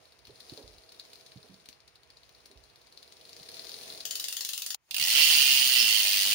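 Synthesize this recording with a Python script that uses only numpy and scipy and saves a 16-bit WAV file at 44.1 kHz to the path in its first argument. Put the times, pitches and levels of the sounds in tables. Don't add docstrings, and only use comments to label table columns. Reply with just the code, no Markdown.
import sys
import numpy as np
from scipy import signal
from scipy.fft import rfft, irfft
from scipy.io import wavfile

SR = 44100
rng = np.random.default_rng(int(sys.argv[2]) if len(sys.argv) > 2 else 0)


def to_wav(sig):
    pcm = np.clip(np.atleast_2d(sig), -1, 1) * 32767
    pcm = np.round(pcm).astype(np.int16)
    wavfile.write(sys.argv[1], SR, pcm.T)


N = 279594
TIME = np.arange(N) / SR
CRANK_STOP_S = 3.99
EASY_LINK_HZ, FAST_TOOTH_HZ = 20, 100

# time_s, link_rate_hz
CHAIN_SPEED = [(0.0538, 14.91), (0.17, 14.3), (0.29, 18.77), (0.53, 24.38), (0.65, 18.95), (0.77, 19.38),
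               (0.9, 17.73), (1.02, 19.38), (1.62, 17.1), (1.74, 13.31), (1.98, 12.83), (2.34, 17.96),
               (2.46, 18.68), (2.58, 15.43), (3.06, 20.29), (3.3, 25.88), (3.54, 38.31), (3.9, 45.3),
               (4.02, 29.35)]
# time_s, tooth_rate_hz
SPIN_SPEED = [(4.911, 18.65), (4.97, 56.44), (5.05, 84.99), (5.12, 115.68), (5.2, 157.17), (5.28, 159.44),
              (5.35, 160.02), (5.41, 137.95), (5.5, 136.56), (5.62, 128.58), (5.76, 127.63), (5.87, 109.01),
              (5.97, 106.27), (6.07, 97.84), (6.16, 102.26), (6.25, 95.95), (6.34, 109.7)]


def chain():
    # freq_hz, left_db, right_db
    spectrum = [(300.0, -26, -10.5), (1250, -14.5, -18), (2100, -9.5, -13.5), (2910, -9, -10.5),
                (4320, -2, -8.5), (5030, -4, -8.5), (7280, -12, -28), (7830, -21.5, -23.5),
                (9370, -15, -5.5), (10570, -16.5, -16), (11540, -50, -24), (13100, -21, -17.5),
                (13700, -15, -22), (15300, -19.5, -15)]
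    contacts = [(-.002, -14, .0013), (.0009, -1, .00052)]  # delay_s, level_db, decay_s
    start_s, level_db, crack_db = links()
    plates = band(strokes(start_s, undb(level_db + 14.5), contacts), 3755, 4840)
    stay_clunk = band(strokes(start_s, undb(level_db + 13.5), contacts), 2200, 2210)
    cracks = impacts(start_s, undb(level_db + crack_db), contacts, scatter_db=5, jitter_s=.0001)
    rattle_s = start_s + .009 * rng.standard_normal(len(start_s))
    rattles = impacts(rattle_s, undb(level_db - 7), contacts, scatter_db=2.1, jitter_s=.00039)
    sound = colour(cracks + plates + stay_clunk + lowpass(rattles, 7500) + rollers(), spectrum)
    return workshop(sound, early_db=-5, early_t60_s=.059, late_db=-5.5, late_t60_s=.21)


def links(rise_db=7.5, scatter_db=2.5):
    # start_s, level_db, crack_over_level_db
    snaps = [(0.272, -40.5, 12), (0.4045, -32.5, 6.5), (0.496, -27.5, 1), (0.5744, -33, 9), (.6769, -35, 2),
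             (.8917, -35.5, -1), (0.922, -41, 14), (0.997, -25, 0.5), (1.1336, -35, 10.5),
             (1.3187, -36.5, 5.5), (1.6584, -41.5, 12.5), (1.6876, -35.5, 14.5), (1.956, -39, 3.5),
             (2.1024, -37, 5), (2.458, -38, 13), (2.974, -33.5, 2), (3.028, -34, 6.5), (3.123, -38, 11),
             (3.4887, -26, 4.5), (3.693, -26.5, 8), (3.7172, -28.5, 5), (3.7413, -25.5, 2),
             (3.901, -24, -3), (4.0055, -22.5, 4)]
    start_s, rate_hz = passing(CHAIN_SPEED)
    chance = rng.standard_normal((len(start_s), 2))
    level_db = -40 + rise_db * np.log2(rate_hz / EASY_LINK_HZ) + scatter_db * chance[:, 0]
    crack_db = 5.5 + 2 * chance[:, 1]
    ticks = np.column_stack([start_s, level_db, crack_db])
    supple = np.abs(start_s[:, None] - np.array(snaps)[:, 0]).min(1) > .01
    return np.vstack([ticks[supple], snaps]).T


def rollers(grain_rate_hz=4000):
    grains = rng.standard_normal((2, N)) * (rng.random(N) < grain_rate_hz / SR)
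    grains *= undb(2.7 * np.minimum(rng.exponential(size=N), 4))
    drive_db = cranking_db(rise_db=8.5)
    dull = lowpass(grains, 10000)
    grind = unit(dull + (grains - dull) * undb(.52 * drive_db - 2.5))
    turning = np.interp(TIME, [CRANK_STOP_S - .05, CRANK_STOP_S + .51], [1, 0])
    return grind * undb(-62 + drive_db) * turning


def cranking_db(rise_db):
    # time_s, effort_db
    effort = [(0, 1.5), (.25, -3.5), (.5, 2.5), (.8, -.5), (1.2, 1.5), (2.0, -4), (2.42, -2.5), (2.8, -2),
              (3.7, 1.5), (4.02, 4)]
    return rise_db * np.log2(curve(CHAIN_SPEED) / EASY_LINK_HZ) + curve(effort)


def spinning(rise_db=3):
    # freq_hz, left_db, right_db
    spectrum = [(145, -43, -42.5), (1220, -31.5, -31), (1740, -24, -22), (2010, -21, -13.5),
                (2320, -32, -18), (2760, -12.5, -4.5), (3720, -12, -12), (4300, -12, -8),
                (6750, -15, -17.5), (7680, -19, -27), (9130, -21, -10), (11900, -25.5, -29.5),
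                (13300, -23.5, -17.5), (15400, -9.5, -17)]
    # delay_s, level_db, decay_s
    pawls = [(-.0015, -9, .00029), (-.0006, -6, .00023), (.0002, -9.5, .0008)]
    start_s, rate_hz = passing(SPIN_SPEED)
    chance = rng.standard_normal((len(start_s), 2))
    start_s = start_s + .00004 * chance[:, 1]
    gains = undb(1.48 + rise_db * np.log2(rate_hz / FAST_TOOTH_HZ) + .83 * chance[:, 0])
    drops = impacts(start_s, gains, pawls, scatter_db=.5, jitter_s=.00015)
    push = band(strokes(start_s, gains, pawls), 590, 3860)
    rasp = colour(drops - .37 * lowpass(drops, 1650) + undb(-3.5) * push, spectrum)
    doublings = np.log2(curve(SPIN_SPEED) / FAST_TOOTH_HZ)
    hub_db = -12.5 + doublings + wander(12)
    hub_ring = hub(drops * undb(hub_db)) * undb([[-7], [3]])
    pawl_db = -4.6 + 2.5 * doublings + wander(25)
    pawl_ring = band(drops * undb(pawl_db), 4300, 5060) * undb([[-5], [3]])
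    sound = rasp + hub_ring + pawl_ring + zings(start_s) * undb([[-4], [2.5]])
    return workshop(sound, early_db=-3, early_t60_s=.046, late_db=-2, late_t60_s=.43)


def hub(drive):
    # freq_hz, level_db, t60_s
    modes = [(2490, -7, 0.046), (2740, 5, 0.15), (2934, -2, 0.015), (2860, -14, 0.027), (3030, 0, 0.04),
             (3186, -1.5, 0.063), (3680, -12, 0.085), (3920, -11, 0.054), (4500, -21, 0.067),
             (5700, -31, .05), (5880, -14, 0.028)]
    t = np.arange(SR // 5) / SR
    response = 0
    for hz, db, t60_s in modes:
        tone = np.sin(2 * np.pi * (hz * t + rng.random((2, 1))))
        response += undb(db) / np.sqrt(t60_s) * decay(t, t60_s) * tone
    return convolve(drive, unit(response) / np.sqrt(len(t)))


def zings(tooth_s, ring_s=.00037, sag_hz_per_s=11000, size=256):
    # centre_s, level_db, half_length_s, pitch_hz
    bites = [(5.035, -8.5, .005, 5150), (5.172, -13.5, 0.018, 3050), (5.806, -10, .02, 5170)]
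    out, age_s = np.zeros((2, N + size)), np.arange(size) / SR
    ping = age_s / ring_s * np.exp(1 - age_s / ring_s)
    for centre_s, db, half_s, hz in bites:
        for offset_s in tooth_s[np.abs(tooth_s - centre_s) < 2 * half_s] - centre_s:
            cycles = (hz - sag_hz_per_s * offset_s) * age_s + .2 * rng.random((2, 1))
            gain = undb(db) * np.exp(-(offset_s / half_s) ** 2)
            i = int((centre_s + offset_s) * SR)
            out[:, i:i + size] += gain * ping * np.sin(2 * np.pi * cycles)
    return out[:, :N]


def coasting():
    # time_s, tooth_rate_hz
    speed = [(4.0524, 15.13), (4.13, 22.45), (4.45, 24.92), (4.52, 22.53), (4.76, 24.68)]
    # freq_hz, left_db, right_db
    spectrum = [(149, -34, -29), (1160, -22.5, -20), (1970, -11.5, -13), (2340, -16.5, -16),
                (2920, -1.5, -4), (3740, -3, -7), (4450, 0, -2.5), (5850, -3.5, -9), (6870, 1.5, -13),
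                (8100, -15, -12.5), (9340, -6, -3.5), (11700, -18, -13), (14300, -5.5, -9), (15000, -5, -8)]
    # delay_s, level_db, decay_s
    pawls = [(-.0005, -8, .0021), (.0012, -2.5, .00033), (.002, -4, .0008)]
    start_s, _ = passing(speed)
    gains = undb(-5 + .2 * rng.standard_normal(len(start_s)))
    drops = colour(impacts(start_s, gains, pawls, scatter_db=1, jitter_s=.00018), spectrum)
    return workshop(drops, early_db=-9, early_t60_s=.11, late_db=.5, late_t60_s=.27)


def frame(rundown_db_per_s=25):
    # freq_hz, left_db, right_db
    spectrum = [(98, -17.5, -16.5), (285, -13, -7.5), (373, -2, -3), (475, -3, 3.5), (600, -21.5, -5),
                (630, 0, 6.5), (788, -18, -7.5), (1180, -21, -12.5), (2510, -33, -47)]
    # start_s, level_db, pitch_hz, t60_s
    knocks_and_click = [(.28, -52, 123, 0.35), (.29, -50, 412, .2), (0.52, -42.5, 131, .084),
                        (.522, -44, 332, 0.14), (.575, -46.5, 431, 0.68), (.636, -45.5, 53.5, .4),
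                        (0.746, -53, 62, 0.18), (1.359, -41.5, 134, 0.13), (1.44, -54, 433, .22),
                        (1.495, -48, 188, 0.32), (2.5, -55, 390, 0.43), (2.556, -49.5, 52.6, 0.42),
                        (3.4, -47, 149, 0.085), (4.747, -35, 810, 0.022), (5.004, -48, 115, 0.27),
                        (5.82, -44.5, 221, 0.15), (6.045, -44.5, 622, 0.45), (6.255, -41, 640, 0.18),
                        (6.258, -53, 191, 0.46)]
    noise = .82 * rng.standard_normal((2, N)) + stereo_lag(rng.standard_normal(N))
    rundown_db = rundown_db_per_s * np.maximum(TIME - CRANK_STOP_S, 0)
    out = unit(colour(noise, spectrum)) * undb(-64.5 + cranking_db(rise_db=6.5) - rundown_db)
    for start_s, db, hz, t60_s in knocks_and_click:
        age_s = np.maximum(TIME - start_s, 0)
        tone = np.sin(2 * np.pi * hz * age_s)
        burst = unit(band(rng.standard_normal(N), hz * .62, hz * 1.5))
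        envelope = (1 - np.exp(-age_s / .00089)) * decay(age_s, t60_s)
        out += undb(db) * undb([[-5], [1.5]]) * (.6 * tone + .54 * burst) * envelope
    return out


def wheel():
    # low_hz, high_hz, level_db
    resonances = [(57, 106, -66), (188, 287, -58.5), (573, 890, -54.5)]
    speed = curve(SPIN_SPEED) / np.array(SPIN_SPEED)[:, 1].max() * (TIME > SPIN_SPEED[0][0])
    shake = stereo_lag(rng.standard_normal(N)) + .49 * rng.standard_normal((2, N))
    rumble = sum(unit(band(shake, low_hz, high_hz)) * undb(db) for low_hz, high_hz, db in resonances)
    return speed * rumble * undb([[-3], [1.5]])


def workshop(x, early_db, early_t60_s, late_db, late_t60_s, shift_hz=1.7):
    t = np.arange(SR // 2) / SR
    angle = 2 * np.pi * shift_hz * TIME
    out = x
    for weight in (np.cos(angle), np.sin(angle)):
        response = 0
        for db, t60_s in ((early_db, early_t60_s), (late_db, late_t60_s)):
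            tail = rng.standard_normal((2, len(t))) * decay(t, t60_s) * (t > .0025)
            response += undb(db) * unit(tail) / np.sqrt(len(t))
        out = out + convolve(x * weight, response)
    return out


def background():
    # freq_hz, left_db, right_db
    spectrum = [(20.2, -16, -38), (41.3, -22, -11), (60.7, -21, 5), (88, -16.5, -5), (121, -24, 1),
                (200, -22, -13.5), (495, -20, -12), (950, -18.5, -8), (2610, -10.5, -16.5),
                (6240, -37, -52), (15000, -56, -49)]
    noise = rng.standard_normal((2, N)) + rng.standard_normal(N)
    return unit(colour(noise, spectrum)) * undb(-66.5)


def dropout(start_s=4.747, fall_s=.026, return_s=.126, depth_db=-51):
    corners_s = start_s + np.cumsum([0, fall_s, return_s])
    return undb(np.interp(TIME, corners_s, [0, depth_db, 0]))


def impacts(times_s, gains, contacts, scatter_db, jitter_s, size=512):
    out, t = np.zeros((2, N + 2 * size)), np.arange(size) / SR
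    delay_s, db, decay_s = np.array(contacts, float).T[:, :, None]
    for start_s, gain in zip(times_s, gains):
        age_s = t - np.abs(delay_s - delay_s.min() + jitter_s * rng.standard_normal(delay_s.shape))
        strength = undb(db + scatter_db * rng.standard_normal(db.shape))
        envelopes = strength * (age_s >= 0) * np.exp(-np.abs(age_s) / decay_s)
        grit = rng.standard_normal((2, size)) + .38 * rng.standard_normal(size)
        i = int(np.clip((start_s + delay_s.min()) * SR, 0, N))
        out[:, i:i + size] += gain * unit(envelopes.sum(0) * grit) / np.sqrt(size)
    return out[:, :N]


def strokes(times_s, gains, contacts):
    out = np.zeros(N + 2)
    for delay_s, db, _ in contacts:
        place = np.clip((times_s + delay_s) * SR, 0, N)
        i = place.astype(int)
        np.add.at(out, i, gains * undb(db) * (1 - place + i))
        np.add.at(out, i + 1, gains * undb(db) * (place - i))
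    return stereo_lag(out[:N])


def passing(speed):
    rate_hz = curve(speed)
    running = (TIME >= speed[0][0]) & (TIME <= speed[-1][0])
    count = np.ceil(np.cumsum(rate_hz * running) / SR)
    at = np.flatnonzero(np.diff(count))
    return TIME[at], rate_hz[at]


def colour(x, spectrum, size=2048):
    hz, *sides_db = np.array(spectrum, float).T
    log_hz = np.log(np.maximum(np.fft.rfftfreq(size, 1 / SR), 1))
    gains = undb([np.interp(log_hz, np.log(hz), db) for db in sides_db])
    cepstrum = irfft(np.log(gains))
    cepstrum[:, 1:size // 2] *= 2
    cepstrum[:, size // 2 + 1:] = 0
    response = irfft(np.exp(rfft(cepstrum)))
    return convolve(x, unit(response) / np.sqrt(size))


def stereo_lag(x, lag_s=.00027):
    return np.array([x, np.interp(TIME - lag_s, TIME, x)])


def wander(rate_hz):
    return np.interp(TIME * rate_hz, np.arange(256), rng.standard_normal(256))


def curve(table):
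    return np.interp(TIME, *np.array(table, float).T)


def band(x, low_hz, high_hz):
    return signal.sosfilt(signal.butter(2, [low_hz, high_hz], "band", fs=SR, output="sos"), x)


def lowpass(x, hz):
    return signal.sosfilt(signal.butter(1, hz, fs=SR, output="sos"), x)


def convolve(x, response):
    return signal.fftconvolve(np.atleast_2d(x), response, axes=1)[:, :N]


def decay(age_s, t60_s):
    return np.exp(-np.log(1000) * age_s / t60_s)


def unit(x):
    return x / np.sqrt(np.mean(x ** 2))


def undb(db):
    return 10 ** (np.asarray(db) / 20)


def scene():
    bicycle = chain() + frame() + coasting() + spinning() + wheel()
    gap = dropout()
    return bicycle * gap + background() * np.maximum(gap, undb(-11.5))


def record(dry, bass_hz=42, top_hz=15750):
    thin = signal.sosfilt(signal.butter(3, bass_hz, "high", fs=SR, output="sos"), dry)
    return signal.sosfilt(signal.ellip(12, .2, 80, top_hz, fs=SR, output="sos"), thin)


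dry = scene()
out = record(dry)
to_wav(out)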